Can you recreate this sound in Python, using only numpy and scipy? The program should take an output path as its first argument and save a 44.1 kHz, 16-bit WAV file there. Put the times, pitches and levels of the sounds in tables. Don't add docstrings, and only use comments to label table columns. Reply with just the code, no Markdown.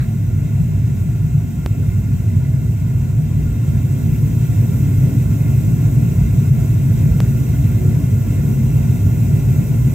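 import sys
import numpy as np
from scipy import signal
from scipy.fft import rfft, irfft, next_fast_len
from scipy.io import wavfile
from scipy.ndimage import uniform_filter1d, minimum_filter1d, map_coordinates

SR = 44100
rng = np.random.default_rng(int(sys.argv[2]) if len(sys.argv) > 2 else 0)


def log_audio(samples):
    frames = np.atleast_2d(samples).T
    limited = np.clip(frames, -1, 1)
    pcm = np.round(limited * 32767).astype(np.int16)
    wavfile.write(sys.argv[1], SR, pcm)


N = 438354

# (frequency [Hz], relative density [dB per Hz])
COMBUSTION_SPECTRUM = [(8, -58.5), (20, -54.5), (38, -43), (52, -9), (80, -12), (105, -6), (200, -38),
                       (250, -45), (350, -35), (450, -38.5), (600, -43.5), (1000, -59), (2500, -100)]
# (frequency [Hz], width [Hz], relative level [dB])
DRUM_MODES = [(62.5, 7.9, -7.5), (100.7, 11.1, 0.4), (115.9, 6.4, 0.4), (133.1, 9.6, 0.5),
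              (149.9, 10.7, -1.5), (171.9, 5.8, -4.5), (189.2, 5.3, -12.5), (219.7, 10.8, -10),
              (235.6, 9.5, -15), (257.7, 9.8, -21), (277.1, 12.2, -17.5), (290, 4.9, -20),
              (308.4, 9.8, -24), (327, 11.2, -25.5), (369.1, 14, -24.5), (397.8, 8.3, -27.5),
              (425, 14.4, -31.5), (449, 7.4, -39.5), (475, 7.2, -34), (493, 7.1, -37), (527, 11, -37.5)]
BOOM_DB, RUMBLE_DB, ROAR_DB, RASP_DB = -25.5, -14, -28, -37
BOOM_GROWTH, RUMBLE_GROWTH, ROAR_GROWTH, RASP_GROWTH = 0.36, 0.53, 0.7, 1.05
SURGE_DB, SURGE_RATE = 1.13, 26


def flame(extra_flow_db):
    burning = drifting(turbulence(COMBUSTION_SPECTRUM, DRUM_MODES), share=0.004, rate=5)

    below_boom_edge = lowpass(burning, edge_hz=81.5)
    below_rumble_edge = lowpass(burning, edge_hz=185.7)
    below_roar_edge = lowpass(burning, edge_hz=302.5)
    boom = steadied(below_boom_edge, span=0.3)
    rumble = steadied(below_rumble_edge - below_boom_edge, span=0.14)
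    roar = steadied(below_roar_edge - below_rumble_edge, span=0.24)
    rasp = steadied(burning - below_roar_edge, span=0.23)

    boom_swell_db, rumble_swell_db, roar_swell_db, rasp_swell_db = swells()
    surge_db = SURGE_DB * wobble(SURGE_RATE)
    boom_db = BOOM_DB + BOOM_GROWTH * extra_flow_db + boom_swell_db
    rumble_db = RUMBLE_DB + RUMBLE_GROWTH * extra_flow_db + rumble_swell_db + surge_db
    roar_db = ROAR_DB + ROAR_GROWTH * extra_flow_db + roar_swell_db
    rasp_db = RASP_DB + RASP_GROWTH * extra_flow_db + rasp_swell_db
    return amp(boom_db) * boom + amp(rumble_db) * rumble + amp(roar_db) * roar + amp(rasp_db) * rasp


# (time [s], rise and decay [s], boom [dB], rumble [dB], roar [dB], rasp [dB])
NOISE_SWELLS = [(0.18, .04, -5, -2, 3.5, -2.5), (0.65, 0.045, 1, 4.5, -2, -1), (1.35, .1, 0, 1, -1.5, -3),
                (1.52, 0.038, -8, -10.5, 3.5, -5.5), (1.65, 0.029, 2, -9.5, -3, -1),
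                (1.76, 0.012, -5, -8, -5, 0), (1.8, 0.076, 1, 0, 0, 4.5), (1.91, 0.029, 5, 0, -5, -2),
                (2.12, 0.084, 2, 1, 2.5, -1), (2.38, 0.025, -7, 5.5, 3, 3), (2.79, 0.043, 5.5, -4, -2, -5),
                (3.19, 0.038, 4, 5.5, -1, 0), (3.48, .07, 10, -1, 1.5, 2.5), (3.55, 0.017, 0, -10, 2, -2),
                (3.99, 0.036, -2, -7, 5.5, 1), (4.5, 0.12, -4, 0.5, -3.5, -3.5),
                (4.82, 0.068, -5.5, -0.5, -1, -1.5), (4.99, 0.025, 6, 4, -8, -2),
                (5.08, .07, -4, 1.5, 1, 2.5), (5.39, 0.015, -4, -6, -9, 0), (5.97, .083, -1, 1.5, 1, 2.5),
                (6.28, .07, 9, -0.5, 3, -1), (6.51, 0.018, -4, 10, -7, 1.5), (6.78, 0.11, -2, -0.5, 0, -2),
                (6.92, .0267, -6, 4.5, -1, 2), (7.13, 0.05, 6, 1, -1, 1), (7.46, 0.024, -2, -7, -4, 1.5),
                (7.6, .045, 9, -2, 0.5, -7), (7.87, 0.059, -5, 1, 1, 5.5), (8.23, 0.033, -1, -5.5, -3, 0),
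                (8.44, 0.11, 1, -3, 2.5, 2.5), (9.02, .045, 3, 0, -2, -1), (9.36, .05, -3, 1, -1, 1),
                (9.68, .034, 0, -5.5, -3, 0), (9.83, 0.02, 0, 4, 2, -5)]


def swells():
    t = np.arange(N) / SR
    total_db = 0
    for peak_s, width_s, *gains_db in NOISE_SWELLS:
        bell = np.exp(-np.minimum(((t - peak_s) / width_s) ** 2, 20))
        total_db = total_db + np.outer(gains_db, bell)
    return total_db


# (frequency [Hz], relative density [dB per Hz])
DRAUGHT_SPECTRUM = [(250, -41), (600, -9.5), (800, -11), (1100, -13), (1260, -20.5), (1550, -12),
                    (1900, -14), (2400, -16), (3400, -20.5), (4150, -19), (4450, -29), (4800, -20.5),
                    (7300, -17), (9000, -18.5), (14000, -56)]
# (frequency [Hz], width [Hz], relative level [dB])
TUBE_MODES = [(711, 22.7, 2), (648, 44, -1.5), (880.5, 23.4, -8), (959.4, 38, -6), (1056, 170, -12.5),
              (1393.3, 40, -1.5), (1468.5, 52, -11), (2013, 46, -7.5), (2084, 67, -5.5), (2205, 151, -13),
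              (2370, 40, -15.5), (2555, 184, -9.5), (2710, 67, -9.5), (2770, 50, -16.5), (3215, 73, -14.5),
              (3700, 50, -14)]


def draught(extra_flow_db, level_db, growth, flutter_db):
    rush = garden(turbulence(DRAUGHT_SPECTRUM, TUBE_MODES), echo_db=-10.0, spread_s=0.025)
    rush = drifting(rush, share=0.0025, rate=7)
    rush = wavering(rush, depth_db=1.0, width_hz=574.0, rate=24)
    level = level_db + growth * extra_flow_db + flutter_db * wobble(22)
    return amp(level) * rush


# (frequency [Hz], relative density [dB per Hz])
JET_SPECTRUM = [(3000, -45), (7000, -6), (9000, -8.5), (10400, 1), (11500, -4), (13000, -7), (13700, -0.5),
                (15000, 1.5), (15800, -6)]
# (frequency [Hz], width [Hz], relative level [dB])
NOZZLE_MODES = [(5750, 290, -2.5), (5950, 74, 0.5), (6880, 250, -5), (7660, 70, -4.5), (7940, 127, -1.5),
                (8410, 80, -1)]


def jet(flow_db, extra_flow_db, trim_db, flutter_db, fizz_growth):
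    stream = turbulence(JET_SPECTRUM, NOZZLE_MODES)
    hiss = lowpass(garden(stream, echo_db=-5, spread_s=0.013), edge_hz=9760)
    fizz = stream - lowpass(stream, edge_hz=9340)
    fizz = amp(fizz_growth * extra_flow_db) * fizz
    level_db = flow_db + trim_db + flutter_db * wobble(26)
    return amp(level_db) * (hiss + fizz)


# (peak time [s], swell and fade [s], frequency [Hz], level [dB])
SINGING_TONES = [(1.38, 0.26, 702, -52.5), (4.89, 0.086, 278.3, -26), (5.15, .04, 279, -25.5),
                 (7.83, .05, 370, -34), (8.52, 0.13, 218.8, -25)]


def singing(waver, waver_rate):
    t = np.arange(N) / SR
    total = 0
    for peak_s, swell_s, hz, db in SINGING_TONES:
        phase = 2 * np.pi * hz * t + waver * wobble(waver_rate)
        tone = np.sqrt(2) * np.sin(phase)
        total = total + amp(db) * np.exp(-((t - peak_s) / swell_s) ** 2) * tone
    return total


# (time [s], level [dB], fade [s])
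SHOE_SCUFF = (0, -41, 0.045)
# (frequency [Hz], relative density [dB per Hz])
GRIT_SPECTRUM = [(300, -26), (900, -10), (1500, -1), (2150, -2), (2600, -12), (3000, -22), (4000, -8),
                 (5000, -25.5), (12000, -37)]


def scuff(rough_db, grain_rate):
    start_s, level_db, fade_s = SHOE_SCUFF
    t = np.arange(N) / SR - start_s
    envelope = (t >= 0) * np.exp(-(t / fade_s) ** 2)
    roughness = amp(level_db + rough_db * wobble(grain_rate))
    return roughness * envelope * turbulence(GRIT_SPECTRUM)


# (time [s], jump [dB])
WAVEFORM_JUMPS = [(1.662, -9), (7.2038, -8)]


def clicks(rise_s, relax_s):
    t = np.arange(N) / SR
    total = 0
    for jump_s, db in WAVEFORM_JUMPS:
        jump = np.tanh((t - jump_s) / rise_s)
        relaxing = np.exp(-np.abs(t - jump_s) / relax_s)
        total = total + amp(db) / 2 * jump * relaxing
    return total


def garden(x, echo_db, spread_s, count=12):
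    delays = rng.uniform(0.002, spread_s, count)
    signs = rng.choice([-1, 1], count)
    echoes = sum(sign * np.roll(x, int(s * SR), axis=1) for s, sign in zip(delays, signs))
    return unit(x + amp(echo_db) * unit(echoes))


# (frequency [Hz], coherence [0-1])
STEREO_COHERENCE = [(30, 0.998), (65, 0.98), (125, 1), (220, 0.85), (500, 0.85), (1200, 0.3), (2400, 0.95),
                    (3400, 0.14), (5200, 0.27), (7300, 0.77), (8800, 0.92), (10000, 1), (12000, 0.89),
                    (13400, 1), (15500, .75)]
# (frequency [Hz], right minus left [dB])
STEREO_BALANCE = [(90, 1), (160, -1), (270, 0.7), (740, 2), (1500, 3.5), (3300, -1.3), (5500, 0.5),
                  (15000, 0)]
# (frequency [Hz], lag of left [rad])
STEREO_LAG = [(45, 0.02), (80, 0.1), (125, 0.02), (152, 0.45), (178, 0.2), (196, 0.6), (208, -0.4),
              (228, -0.75), (260, 0.5), (290, 0), (310, -0.9), (326, 0.9), (380, 0.75), (428, 0.1),
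              (455, 0.9), (490, 0.65), (700, 0.84), (1500, 1.13), (2700, 0.98), (3700, 1.21), (4400, 1),
              (5700, 2), (6400, 1), (7400, 0.14), (8700, 1.48), (9400, 3), (10800, 3.5), (13200, 6.5),
              (15600, 8)]


def turbulence(spectrum, modes=()):
    def shape(hz):
        turn = np.arccos(np.clip(along(STEREO_COHERENCE, hz), 0, 1)) / 2
        return colour(spectrum, modes, hz) * np.array([np.cos(turn), np.sin(turn)])

    def placing(hz):
        side = np.array([[-0.5], [0.5]])
        return amp(side * along(STEREO_BALANCE, hz)) * np.exp(1j * side * along(STEREO_LAG, hz))

    common, apart = filtered(rng.standard_normal((2, N)), shape)
    left_right = np.array([common + apart, common - apart])
    return unit(filtered(left_right, placing))


def colour(spectrum, modes, hz):
    power = amp(along(spectrum, hz)) ** 2
    for centre, width, db in modes:
        peak = amp(db) / (1 + ((hz - centre) / (width * np.pi / 4)) ** 2)
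        power = power + peak ** 2
    return np.sqrt(power)


def wavering(x, depth_db, width_hz, rate):
    hz, t, bins = signal.stft(x, SR, nperseg=1024)
    knots = rng.standard_normal((256, 256))
    grid = np.meshgrid(hz / width_hz, t * rate, indexing="ij")
    field = map_coordinates(knots, grid, mode="wrap")
    _, wavered = signal.istft(bins * amp(depth_db * field), SR)
    return unit(wavered[:, :N])


def drifting(x, share, rate):
    position = np.arange(N) + np.cumsum(share * wobble(rate))
    return np.array([map_coordinates(channel, [position], mode="mirror") for channel in x])


def steadied(x, span):
    size = max(int(span * SR), 2)
    power = np.mean(x ** 2, axis=0)
    power = uniform_filter1d(uniform_filter1d(power, size), size)
    return x / np.sqrt(np.abs(power) + 1e-9)


def lowpass(x, edge_hz):
    return filtered(x, lambda hz: 1 / (1 + (hz / edge_hz) ** 12))


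def filtered(x, response):
    size = next_fast_len(N + SR // 2)
    spectrum = rfft(x, size) * response(np.fft.rfftfreq(size, 1 / SR))
    return irfft(spectrum, size)[..., :N]


def wobble(rate):
    knots = rng.standard_normal(int(N * rate / SR) + 4)
    return map_coordinates(knots, [np.arange(N) * rate / SR])


def along(points, hz):
    f, v = np.transpose(points)
    return np.interp(np.log(hz + 1), np.log(f + 1), v)


def curve(rows):
    return np.interp(np.arange(N) / SR, *np.transpose(rows))


def amp(db):
    return 10 ** (np.asarray(db) / 20)


def unit(x):
    return x / np.sqrt(np.mean(x ** 2) + 1e-20)


# (time [s], relative level [dB])
GAS_FLOW = [(0, -53), (1.4, -53), (1.8, -52.5), (3.25, -52.5), (4.55, -47), (5.1, -47.5), (6.5, -48),
            (7.55, -47), (8.1, -48), (9.3, -47), (9.94, -47)]


def scene():
    flow_db = curve(GAS_FLOW)
    extra_flow_db = flow_db - np.median(flow_db)
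    fire = flame(extra_flow_db)
    air = draught(extra_flow_db, level_db=-42, growth=0.64, flutter_db=0.5)
    gas = jet(flow_db, extra_flow_db, trim_db=5.5, flutter_db=0.55, fizz_growth=0.08)
    tones = singing(waver=0.73, waver_rate=27)
    shoe = scuff(rough_db=-3.0, grain_rate=290)
    dry_clicks = clicks(rise_s=1.05e-5, relax_s=0.0037)
    return fire + air + gas + tones + shoe + dry_clicks


def record(dry):
    ceiling, window, top_hz = 0.82, SR // 50, 15780
    needed = ceiling / np.maximum(np.abs(dry).max(axis=0), ceiling)
    gain = uniform_filter1d(minimum_filter1d(needed, window), window)
    return filtered(dry * gain, lambda hz: hz < top_hz)


dry = scene()
out = record(dry)
log_audio(out)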